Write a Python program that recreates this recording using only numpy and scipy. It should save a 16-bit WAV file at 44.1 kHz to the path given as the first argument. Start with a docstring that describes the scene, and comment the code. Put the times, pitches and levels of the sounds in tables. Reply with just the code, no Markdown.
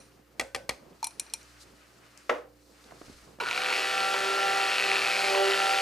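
"""A stick blender runs up and whirs in a bowl of batter: tones locked to its shaft, noise gated by shaft and mains,
and knocks of the coupling. Before it, a wire whisk is rapped on a plastic cup and clinks, and the cup is set
down on the counter: each blow is a set of dying notes with a burst of noise and a kitchen echo.
Gloved hands rustle, as shaped noise, in a quiet kitchen with a humming appliance, heard at two microphone ports."""
import sys
import numpy as np
from scipy import signal
from scipy.fft import rfft, irfft, next_fast_len
from scipy.io import wavfile
from scipy.ndimage import uniform_filter1d, map_coordinates

SR = 44100
rng = np.random.default_rng(int(sys.argv[2]) if len(sys.argv) > 2 else 0)


def master(y):
    """Save y as 16-bit WAV."""
    cut = np.clip(np.atleast_2d(y).T, -1, 1)
    pcm = np.round(cut * 32767)  # scale
    wavfile.write(sys.argv[1], SR, pcm.astype(np.int16))


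N = 256220
TIME = np.arange(N) / SR  # seconds


def amp(db):
    """Turns decibels into gain."""
    return 10 ** (np.asarray(db) / 20)


def unit(x):
    """Scales a sound to an rms of 1."""
    return x / np.sqrt(np.mean(x ** 2) + 1e-20)


def along(points, hz):
    """Reads (pitch_hz, value) points on a log pitch axis."""
    f, v = np.transpose(points)
    return np.interp(np.log(hz + 1), np.log(f + 1), v)


def curves(rows):
    """Joins the rows of a table into one smooth-running value per sample for each column after the time."""
    s, *columns = np.transpose(rows)
    return [np.interp(TIME, s, column) for column in columns]


def wobble(rate):
    """A smooth random curve with rate random knots a second."""
    knots = rng.standard_normal(int(N * rate / SR) + 4)
    return map_coordinates(knots, [TIME * rate])


def noise(*shape):
    """White noise."""
    return rng.standard_normal(shape)


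def filtered(x, response):
    """Multiplies the spectrum of x by a complex response of frequency."""
    n = x.shape[-1]
    m = next_fast_len(n + 8192)
    return irfft(rfft(x, m) * response(np.fft.rfftfreq(m, 1 / SR)), m)[..., :n]


def coloured(x, spectrum):
    """Shapes x with a spectrum and scales it to an rms of 1."""
    return unit(filtered(x, lambda hz: amp(along(spectrum, hz))))


# how alike sound from all around is at the two ports: pitch_hz, likeness (0 to 1)
LIKENESS = [(60, 0.99), (130, 0.94), (290, 0.81), (640, 0.38), (1410, 0.49), (3100, 0.57), (6820, 0.73),
            (15000, 1)]


def diffuse(pair):
    """Mixes two unrelated signals so they are as alike as sound arriving from all around."""
    def mid_and_side(hz):
        turn = np.arccos(np.clip(along(LIKENESS, hz), -1, 1)) / 2
        return np.array([np.cos(turn), np.sin(turn)])
    mid, side = filtered(pair, mid_and_side)
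    return np.array([mid + side, mid - side])


def all_around(spectrum):
    """Shaped noise that arrives from all around, at an rms of 1."""
    return unit(diffuse(coloured(noise(2, N), spectrum)))


# how far the left port leads for direct sound: pitch_hz, lead_radians
LEFT_LEAD = [(0, 0), (340, 0.49), (780, 0.99), (3620, 0.39), (5000, 0.45), (7060, 0.037), (15800, 0.0)]


def ports(x):
    """Direct sound reaches the left port ahead in phase."""
    def lead_and_lag(hz):
        half = np.exp(.5j * along(LEFT_LEAD, hz))
        return np.array([half, 1 / half])
    return filtered(x, lead_and_lag)


def ring(modes, t, rough):
    """Struck things ring at several pitches that die away; rough (radians a sample) lets the phase wander."""
    total = np.zeros(len(t))
    for hz, db, t60 in modes:
        drift = rough * np.cumsum(noise(len(t)))
        strength = amp(db + rng.normal(0, 0.77) - 60 * t / t60)  # each blow differs a little
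        total += strength * np.sin(2 * np.pi * hz * t + drift)
    return (1 - np.exp(-t / 0.00084)) * total


def crack(spectrum, t, t60):
    """The short burst of noise when two things touch."""
    return coloured(noise(len(t)), spectrum) * amp(-60 * t / t60) * (1 - np.exp(-t / 0.00094))


# how long the kitchen echo takes to fall by 60 dB: pitch_hz, t60_s
ECHO = [(150, 0.21), (600, 0.37), (2000, 0.28), (6000, 0.32), (14000, 0.31)]
AHEAD, ECHO_START = 64, 320  # samples of silence before a blow, and from the same start to its echo


def add(out, s, blow, pan_db, room_db, low_hz):
    """Places one blow, weakened below low_hz, with a fresh kitchen echo in the broad colour of the blow."""
    blow = filtered(np.pad(blow, (AHEAD, 0)), lambda hz: (1j * hz / (low_hz + 1j * hz)) ** 3)
    n = len(blow)
    hz, t, z = signal.stft(noise(2, n), SR, nperseg=256)
    fading = z * amp(-60 * t / along(ECHO, hz)[:, None])
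    tail = signal.istft(fading, SR, nperseg=256)[1]
    tail = diffuse(tail) / np.linalg.norm(tail[0])
    tail = np.pad(tail, ((0, 0), (ECHO_START, 0)))[:, :n]
    power = uniform_filter1d(np.abs(rfft(blow)) ** 2, size=n // 85)
    echo = irfft(rfft(tail, n) * np.sqrt(np.abs(power)), n)
    left_db = pan_db / 2 - .9  # so a pan of 1.8 dB is even
    both = ports(blow) * amp([[left_db], [-left_db]]) + amp(room_db) * echo[:, :n]
    k = max(round(s * SR) - AHEAD, 0)
    out[:, k:k + n] += both[:, :out.shape[1] - k]


def blow_time(length_s=.5):
    """An empty two-port track, and the seconds since the start of a blow."""
    return np.zeros((2, N)), np.arange(int(SR * length_s)) / SR


# colour of the still room: pitch_hz, level_db
AIR = [(15, -37), (25, -9), (129, -13), (173, -1.5), (289, -4.5), (349, 6), (482, 2), (703, -14), (782, -1),
       (1240, -15), (2490, -21), (3720, -32), (15500, -14)]


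def room_air():
    """The still room is a faint steady noise from all around."""
    return amp(-68) * all_around(AIR)


# steady tones of an appliance: pitch_hz, level_db (before 1.5 dB is added)
HUM = [(59.2, -66.5), (118.4, -70.5), (209.9, -78.5), (296.1, -67.5), (532.9, -74.5)]


def appliance_hum():
    """A running appliance hums at a few steady pitches whose levels drift."""
    lines = [amp(db + 1.5 + 1.7 * wobble(2.5)) * np.sin(2 * np.pi * hz * TIME) for hz, db in HUM]
    lines[1] *= 1 + 0.53 * np.cos(2 * np.pi * 2.08 * (TIME - 1.54))  # wavers twice a second
    return ports(sum(lines))


def swell(middle_s, length_s, db):
    """A bell-shaped rise and fall in level."""
    return amp(db) * np.exp(-(2 * (TIME - middle_s) / length_s) ** 2)


# hands moving: start_s, gloves_db, sleeves_db
HAND_MOVES = [(0.0, -67, -65), (0.23, -73, -69.5), (0.44, -70, -69), (0.59, -74, -77), (0.77, -70.5, -67.5),
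              (1.08, -67.5, -65), (1.25, -64.5, -59.5), (1.47, -61.5, -60.5), (1.71, -65.5, -63),
              (2.26, -65, -60.5), (2.36, -65, -65), (2.46, -75.5, -72), (2.67, -66.5, -70.5),
              (2.79, -63, -62), (2.96, -61, -62), (3.09, -58.5, -59), (3.24, -61, -61.5), (3.39, -69, -67)]
# colour of the rubbing gloves: pitch_hz, level_db
GLOVES = [(1760, -27), (3000, -11), (3540, -4), (4320, 0.5), (9520, -8), (14500, -22), (15500, -32)]
# colour of the rubbing sleeves: pitch_hz, level_db
SLEEVES = [(350, -45), (600, -9.5), (905, -13.5), (1260, -6), (3000, -12.5), (3900, -25), (6600, -120)]
# one brighter swish of a glove: middle_s, length_s, level_db
SWISH = (1.62, 0.038, -54.5)


def rustling_hands():
    """Rubbing gloves and sleeves make shaped noise whose level flutters."""
    gloves_db, sleeves_db = curves(HAND_MOVES)
    gloves = (amp(gloves_db + 1.17 * wobble(60)) + swell(*SWISH)) * all_around(GLOVES)
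    sleeves = amp(sleeves_db + 1.34 * wobble(39.57)) * all_around(SLEEVES)
    return gloves + sleeves


# low bumps through the counter: middle_s, length_s, level_db
BUMPS = [(.07, 0.25, -77), (.58, 0.11, -76), (1.69, 0.13, -71), (3.05, .04, -62), (3.093, .04, -55),
         (3.155, 0.063, -60), (3.24, .06, -67), (5.054, 0.095, -58)]


def counter_sounds():
    """Low bumps come through the counter, and scuffing on it is dull noise of uneven level."""
    low = all_around([(15, -11), (30, -8), (90, -6), (250, -21), (16000, -120)])
    bumps = sum(swell(*row) for row in BUMPS) * low
    dull = all_around([(60, -16), (150, 0.5), (450, -1.0), (1200, -12), (16000, -120)])
    scuff_db = -65 + 1.9 * wobble(50) + 9 * np.tanh(wobble(11))
    return bumps + amp(scuff_db) * dull


# whisk clinks: start_s, contact_db, hollow_db, low_wires_db, high_wires_db (before the gains below)
CLINKS = [(1.0281, -23, -24.5, -29, -43), (1.043, -11, -35, -23.5, -15), (1.069, -26, -38, -31, -18),
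          (1.107, -38, -66, -42.5, -49), (1.1965, -12.5, -53, -24, -14), (1.264, -51, -55, -43, -70),
          (1.2984, -41, -62, -41, -62), (1.3366, -11.5, -44, -24, -16.5), (1.412, -44, -74, -46, -62)]
# ringing wires of the whisk, the first three being the low ones: pitch_hz, level_db, t60_s
WIRES = [(2420, -9.5, 0.082), (4146, -1.5, 0.034), (5810, -6, 0.074), (7020, -14, 0.039),
         (7450, -13, 0.038), (8890, 3, 0.018), (9400, -4, .02), (10440, -8, 0.037), (10760, -3, 0.024)]
# hollow note under a clink: pitch_hz, level_db, t60_s
HOLLOW = [(908, 5, 0.053), (850, -27, .05)]
# colour of the contact: pitch_hz, level_db
CLINK_NOISE = [(180, -49), (300, -6.5), (849, -17), (1700, -26), (2320, -9.5), (5850, -0.5), (7750, -4),
               (10800, -4), (15500, -35)]


def whisk_clinks():
    """The thin wires ring high and briefly over a contact burst and a hollow note."""
    out, t = blow_time()
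    # an earlier clink is still dying away at the start
    dying = [(hz, db, 0.99 * t60) for hz, db, t60 in WIRES]
    add(out, 0, amp(-51) * ring(dying, t, 0.044), 0, room_db=2.5, low_hz=188)
    for s, db, hollow_db, low_db, high_db in CLINKS:
        blow = amp(low_db - 3.5) * ring(WIRES[:3], t, 0.081)
        blow += amp(high_db - 8) * ring(WIRES[3:], t, 0.15)
        blow += amp(db - 4) * crack(CLINK_NOISE, t, 0.01)
        blow += amp(hollow_db) * ring(HOLLOW, t, 0.039)
        add(out, s, blow, pan_db=2, room_db=-19, low_hz=200)
    return out


# small contacts of gloves on bowl and handle, the last (3.387 s) being the click of the blender's switch:
# start_s, level_db (before the gains below), pan_db, pitch_hz
TOUCHES = [(.12, -50, -1, 3000), (0.929, -49, 1, 3000), (1.005, -47, 1, 4000), (1.43, -40, 0, 6500),
           (2.175, -33, 8, 5600), (2.841, -41, -2, 4100), (2.909, -33, -3, 1160), (2.921, -34.5, 3, 695),
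           (3.014, -37, 2, 384), (3.016, -34.5, -1, 1200), (3.045, -53, -1, 300), (3.08, -38.5, 0, 278),
           (3.097, -41, 2, 220), (3.175, -54, 1, 220), (3.387, -32, 3, 393)]


def small_touches():
    """A light contact is a tick of noise around one pitch with a brief note at it."""
    out, t = blow_time(.2)
    for s, db, pan_db, hz in TOUCHES:
        around = [(hz / 4, -25), (hz, 0), (hz * 1.34, -6), (hz * 4, -30), (80000, -70)]
        blow = amp(db - 3) * crack(around, t, 0.009 + 5 / hz)
        blow += amp(db - 0.5) * ring([(hz, 0, 5 / hz)], t, 0.029)
        add(out, s, blow, pan_db, room_db=-5, low_hz=71)
    return out


# whisk on cup: start_s, cup_db (before the gains below), pan_db, cup_air_db, handle_db, counter_db
RAPS = [(.396, -11, 3, -36.5, -57, -73), (.41, -20, 1, -35.5, -52, -44), (.547, -14.5, 3.5, -38, -62, -45),
        (.56, -24.5, 2, -39, -51.5, -50), (.692, -11.5, 3.5, -67, -68, -39), (.708, -30, 0, -44, -66, -43)]
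# ringing wall of the cup: pitch_hz, level_db, t60_s
CUP = [(1232, -5.5, 0.067), (1932, 1, 0.047), (2320, 1.5, 0.028), (2750, -5.5, 0.032), (3340, -1.5, 0.034),
       (4280, -15, 0.033), (7300, -2, 0.017)]
# colour of the contact: pitch_hz, level_db
RAP_NOISE = [(35, -48), (60, -27), (423, -5), (1230, -11.5), (1520, -24), (1960, -2), (2840, -10.5),
             (3270, -13), (3840, -16.5), (4220, -8.5), (7030, -19.5), (9080, -16), (15500, -40)]
# ringing air in the cup: pitch_hz, level_db, t60_s
CUP_AIR = [(540, -4.5, 0.34), (494, -6.5, 0.2), (647, -14, 0.24), (759, 2.5, 0.12), (259, -7.5, 0.1)]
# ringing handle: pitch_hz, level_db, t60_s
HANDLE = [(1530, 1, 0.43)]
# low notes of the counter: pitch_hz, level_db, t60_s
SLAB = [(61, -9, 0.28), (95, -4.5, 0.12)]


def whisk_raps():
    """A rap sets the cup wall, its air, the handle and the counter ringing, with a burst at the contact."""
    out, t = blow_time()
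    for s, db, pan_db, air_db, handle_db, slab_db in RAPS:
        blow = amp(db - 14) * ring(CUP, t, 0.065)
        blow += amp(db - 4) * crack(RAP_NOISE, t, 0.023)
        blow += amp(air_db) * ring(CUP_AIR, t, 0.052)
        blow += amp(handle_db) * ring(HANDLE, t, 0.064)
        blow += amp(slab_db) * ring(SLAB, t, 0.0044)
        add(out, s, blow, pan_db, room_db=-14, low_hz=30.5)
    return out


# cup on the counter: start_s, level_db (before the gains below), pan_db
SET_DOWN = [(2.294, -8.5, 3.5)]
# ringing counter: pitch_hz, level_db, t60_s
COUNTER = [(477, -5.5, 0.38), (502, -5.5, 0.36), (613, -8, 0.35), (640, -3, 0.16), (800, -22, 0.089),
           (962, -3, 0.11), (1117, 6, 0.051), (1320, 3, 0.07), (1620, -25, 0.076), (1880, -1.5, 0.06),
           (2070, -14, 0.046), (3270, -25, 0.028), (176, -13, 0.099)]
# colour of the thud: pitch_hz, level_db
THUD = [(47, -52), (80, -30), (205, -42), (363, -17), (574, 4.5), (852, -14), (1870, -11), (2380, -13),
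        (4500, -29.5), (7280, -33), (15000, -65)]


def cup_set_down():
    """The cup thuds on the counter, which rings on."""
    out, t = blow_time()
    for s, db, pan_db in SET_DOWN:
        blow = amp(db - 14.5) * ring(COUNTER, t, 0.029) + amp(db - 8.5) * crack(THUD, t, 0.052)
        add(out, s, blow, pan_db, room_db=-5, low_hz=201)
    return out


# full running speed in the batter: start_s, turns_per_s
SPEED = [(3.8, 195.6), (4, 195), (4.3, 195.2), (4.45, 195.6), (5, 195.6), (5.6, 195.2), (5.81, 194.5)]
SWITCH_S = 3.4
RUN_UP_S, RUN_UP_SHAPE, START_LAG = .0934, 1.4, 90  # seconds, exponent, turns a second short at the switch


def shaft_turning():
    """The shaft lags full speed at the switch and catches up; gives its angle and its slack (share missing)."""
    since = np.clip(TIME - SWITCH_S, 0, None)
    full, = curves(SPEED)
    speed = full - START_LAG * np.exp(-(since / RUN_UP_S) ** RUN_UP_SHAPE)
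    angle = 2 * np.pi * np.cumsum(speed + .5 * wobble(30)) / SR
    return angle, 1 - speed / full


# one row per shaft order (multiple of the shaft speed) from the first; the side tones get 2 dB more:
# own_db (unused where it swells), one_beat_below_db, one_beat_above_db, two_beats_above_db
ORDERS = [(-61, -75, -58, -54), (-38, -67, -45, -52), (-41, -52, -52, -58), (-36, -55, -60, -60),
          (-52, -62, -61, -54), (-48, -66, -49, -53), (-37, -53, -48, -62), (-46, -50, -56, -60),
          (-44, -52, -47, -59), (-44, -58, -58, -58), (-51, -55, -46, -49), (-53, -55, -57, -59),
          (-44, -52, -49, -59), (-46, -61, -55, -57), (-48, -55, -55, -57), (-56, -56, -59, -63),
          (-52, -58, -54, -63)]


def shaft_tones(shaft, slack, mains, lean):
    """Tones at multiples of the shaft speed, each with side tones spaced by the torque pulses."""
    tones = np.zeros(N)
    for k, (own_db, *side_db) in enumerate(ORDERS, 1):
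        loss_db = (40 + 12 * k) * slack  # below full speed the orders are weaker, the higher ones more so
        if k in lean:
            level_db = lean[k] - 90 * slack
        else:
            level_db = own_db + 5 * np.tanh(wobble(10)) - loss_db
        tones += np.sqrt(2) * amp(level_db) * np.sin(k * shaft + rng.uniform(0, 2 * np.pi))
        for m, db in zip((-1, 1, 2), side_db):
            level_db = db + 2 + 2.8 * np.tanh(wobble(7)) - loss_db
            tones += amp(level_db) * np.sin(k * shaft + m * mains + rng.uniform(0, 2 * np.pi))
    return tones


# load on the motor: start_s, rattle_db, housing_over_rattle_db (before 3.5 dB is taken off)
LOAD = [(3.41, -46, 10), (3.44, -47.5, 10), (3.48, -42.5, 7), (3.78, -36.5, 2.5), (3.97, -37.5, 3.5),
        (4.42, -37, 4.5), (4.97, -36, 4.5), (5.3, -34, 0), (5.43, -36.5, 0), (5.47, -35, 3.5),
        (5.8, -34.5, 6.5), (5.81, -34, -3)]
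# housing resonance that moves with the grip: start_s, pitch_hz, level_db
WHINE = [(3.4, 2447, -47), (3.7, 2575, -36), (4, 2578, -40), (4.3, 2586, -61), (4.6, 2617, -36.5),
         (4.8, 2599, -34), (4.95, 2546, -32), (5.1, 2411, -33), (5.28, 2249, -34.5), (5.36, 2751, -38),
         (5.55, 3046, -38.5), (5.65, 2710, -54), (5.81, 2545, -37)]
# colour of the foot's rattle: pitch_hz, level_db
FOOT = [(120, -41), (200, -26), (265, -18.5), (388, 0), (455, -8.5), (508, -7.5), (673, -3), (775, 4),
        (857, -1.5), (1070, -5.5), (1350, 2), (1630, -3.5), (2200, -2.5), (2860, -36), (4840, -120)]
# colour of the housing's rattle: pitch_hz, level_db
HOUSING = [(1000, -33), (1700, -10), (1940, 6), (2050, -8), (2480, 4), (3480, -5), (3800, -2), (4940, -55),
           (8360, -120)]
# colour of the fan and brushes: pitch_hz, level_db
FAN = [(1880, -28), (3200, -3), (3600, -6.5), (4420, -1.5), (6070, -10.5), (7210, -12.5), (10700, -19),
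       (13900, -29), (14600, -43), (15500, -49)]
STEM_HZ, STEM_DB, STEM_FLUTTER_DB, STEM_SLACK_DB = 1431, -7.5, 3, 16  # it shakes more below full speed
GATE_GRIP = .9  # how hard the gate grips the resonances (exponent)


def motor_rattle(shaft, slack, mains, lean):
    """Shaft and torque pulses gate the noise of foot, housing, fan and stem; gives direct and scattered sound."""
    load_db, housing_db = curves(LOAD)
    whine_hz, whine_db = curves(WHINE)
    gate_db = 4 * np.cos(mains) + 3.35 * np.cos(shaft) + 6 * np.cos(2 * shaft + 1)
    gate = amp(gate_db + 2.6 * np.tanh(wobble(300) / 2))  # pulses scatter in strength

    def shake(spectrum, grip):
        return coloured(gate ** grip * noise(N), spectrum)

    def narrow(hz, width_hz):
        carrier = np.exp(2j * np.pi * np.cumsum(hz) / SR)
        band = (wobble(width_hz) + 1j * wobble(width_hz)) * carrier
        return unit(gate ** GATE_GRIP * band.real)

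    # the foot follows the second order a little
    foot_db = -1 + .14 * (lean[2] - lean[2][-1]) + 0.5 * wobble(16)
    stem_db = STEM_DB + STEM_SLACK_DB * np.tanh(8 * slack) + STEM_FLUTTER_DB * np.tanh(wobble(9))
    rattle = amp(foot_db) * shake(FOOT, 0.89)
    rattle += amp(housing_db - 3.5 + wobble(7.4)) * shake(HOUSING, 1.45)
    rattle += shake(FAN, 0.37)
    rattle += amp(stem_db) * narrow(np.full(N, STEM_HZ), 180)
    whine = amp(whine_db) * narrow(whine_hz, 420)
    whine += amp(whine_db - 8) * narrow(whine_hz * .3 + 3500, 500)
    scattered = amp(load_db - 12.5) * coloured(noise(2, N), FOOT + FAN[1:])  # off bowl and counter
    return amp(load_db) * rattle + whine, scattered


# shaft orders that swell
SWELLING = (2, 3, 4, 7)
# their levels as the foot leans on the bowl: start_s, second_db, third_db, fourth_db, seventh_db
LEAN = [(3.64, -57, -50, -40.5, -47), (3.73, -50.5, -55, -43, -42), (3.85, -46, -60, -40, -41.5),
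        (4.04, -51, -46, -33.5, -32.5), (4.21, -42, -42.5, -39, -37.5), (4.3, -34.5, -47, -50, -32),
        (4.42, -42.5, -42.5, -33, -32), (4.65, -41.5, -50, -32, -36.5), (4.79, -56, -52, -45, -44),
        (4.84, -43.5, -43, -45, -53), (4.91, -38, -49, -34, -36), (5.02, -41, -50, -47, -51),
        (5.09, -57, -46, -36.5, -39), (5.18, -47, -45, -37, -52), (5.42, -28, -28, -30.5, -35.5),
        (5.51, -29, -43, -43, -40), (5.64, -47.5, -41, -30, -32.5), (5.81, -46.5, -45, -30.5, -36)]
BEAT_HZ = 119.6  # the torque pulses twice per mains cycle


def blender():
    """The motor sends out shaft tones and gated rattle, with some noise scattered off bowl and counter."""
    shaft, slack = shaft_turning()
    mains = 2 * np.pi * BEAT_HZ * TIME
    lean = dict(zip(SWELLING, curves(LEAN)))
    tones = shaft_tones(shaft, slack, mains, lean)
    rattle, scattered = motor_rattle(shaft, slack, mains, lean)
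    running = np.clip((TIME - SWITCH_S) / 0.0018, 0, 1)
    return running * (ports(tones + rattle) + diffuse(scattered))


# coupling knocks in the run-up and foot taps on the bowl: start_s, foot_db, bowl_db (before the gains below)
KNOCKS = [(3.4008, -13.5, -30), (3.4085, -15.5, -23.5), (3.418, -27, -29), (3.4346, -17, -30.5),
          (3.467, -15, -34), (3.4859, -12, -34), (3.5105, -9.5, -31), (3.5454, -13, -54),
          (3.5613, -17, -34), (3.5756, -6.5, -42), (3.617, -10, -51), (3.652, -26, -54), (3.6842, -10, -38),
          (3.7068, -17, -27), (3.725, -8.5, -39), (4.1409, -10, -24.5), (4.2474, -35, -30),
          (5.345, -27, -22), (5.3701, -29, -25)]
# ringing foot: pitch_hz, level_db, t60_s
FOOT_MODES = [(1402, 2, 0.026), (2280, 2.5, 0.021), (2760, -1, 0.014), (4000, -5, 0.025),
              (5000, -25, 0.014)]
# ringing bowl: pitch_hz, level_db, t60_s
BOWL = [(962, 0.5, 0.061), (600, -15, 0.11), (467, -5.5, 0.13), (713, -26, 0.025)]


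def coupling_knocks():
    """The coupling knocks as the motor takes up speed and the foot taps the bowl, so foot and bowl ring."""
    out, t = blow_time()
    for s, db, bowl_db in KNOCKS:
        blow = amp(db - 13.5) * ring(FOOT_MODES, t, 0.054)
        blow += amp(db - 20) * crack(HOUSING[:-2] + FAN[3:], t, 0.021)
        blow += amp(bowl_db - 1) * ring(BOWL, t, 0.082)
        add(out, s, blow, pan_db=.8, room_db=-7, low_hz=250)
    return out


def scene():
    """All sources at the two ports."""
    quiet = room_air() + appliance_hum() + rustling_hands() + counter_sounds()
    whisk_and_cup = whisk_clinks() + small_touches() + whisk_raps() + cup_set_down()
    return quiet + whisk_and_cup + blender() + coupling_knocks()


# level difference between the ports: pitch_hz, left_over_right_db
TILT = [(60, -2), (110, -2.5), (200, -1.5), (380, -3.5), (700, -2), (1290, -0.5), (2380, 1.5), (4400, 1),
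        (8120, 0.5), (15000, 1)]
TOP_HZ = 15000


def record(dry):
    """The two ports differ in tilt, and nothing is kept from TOP_HZ up."""
    def response(hz):
        return amp(np.outer([.5, -.5], along(TILT, hz))) * (hz < TOP_HZ)
    return filtered(dry, response)


dry = scene()
out = record(dry)
master(out)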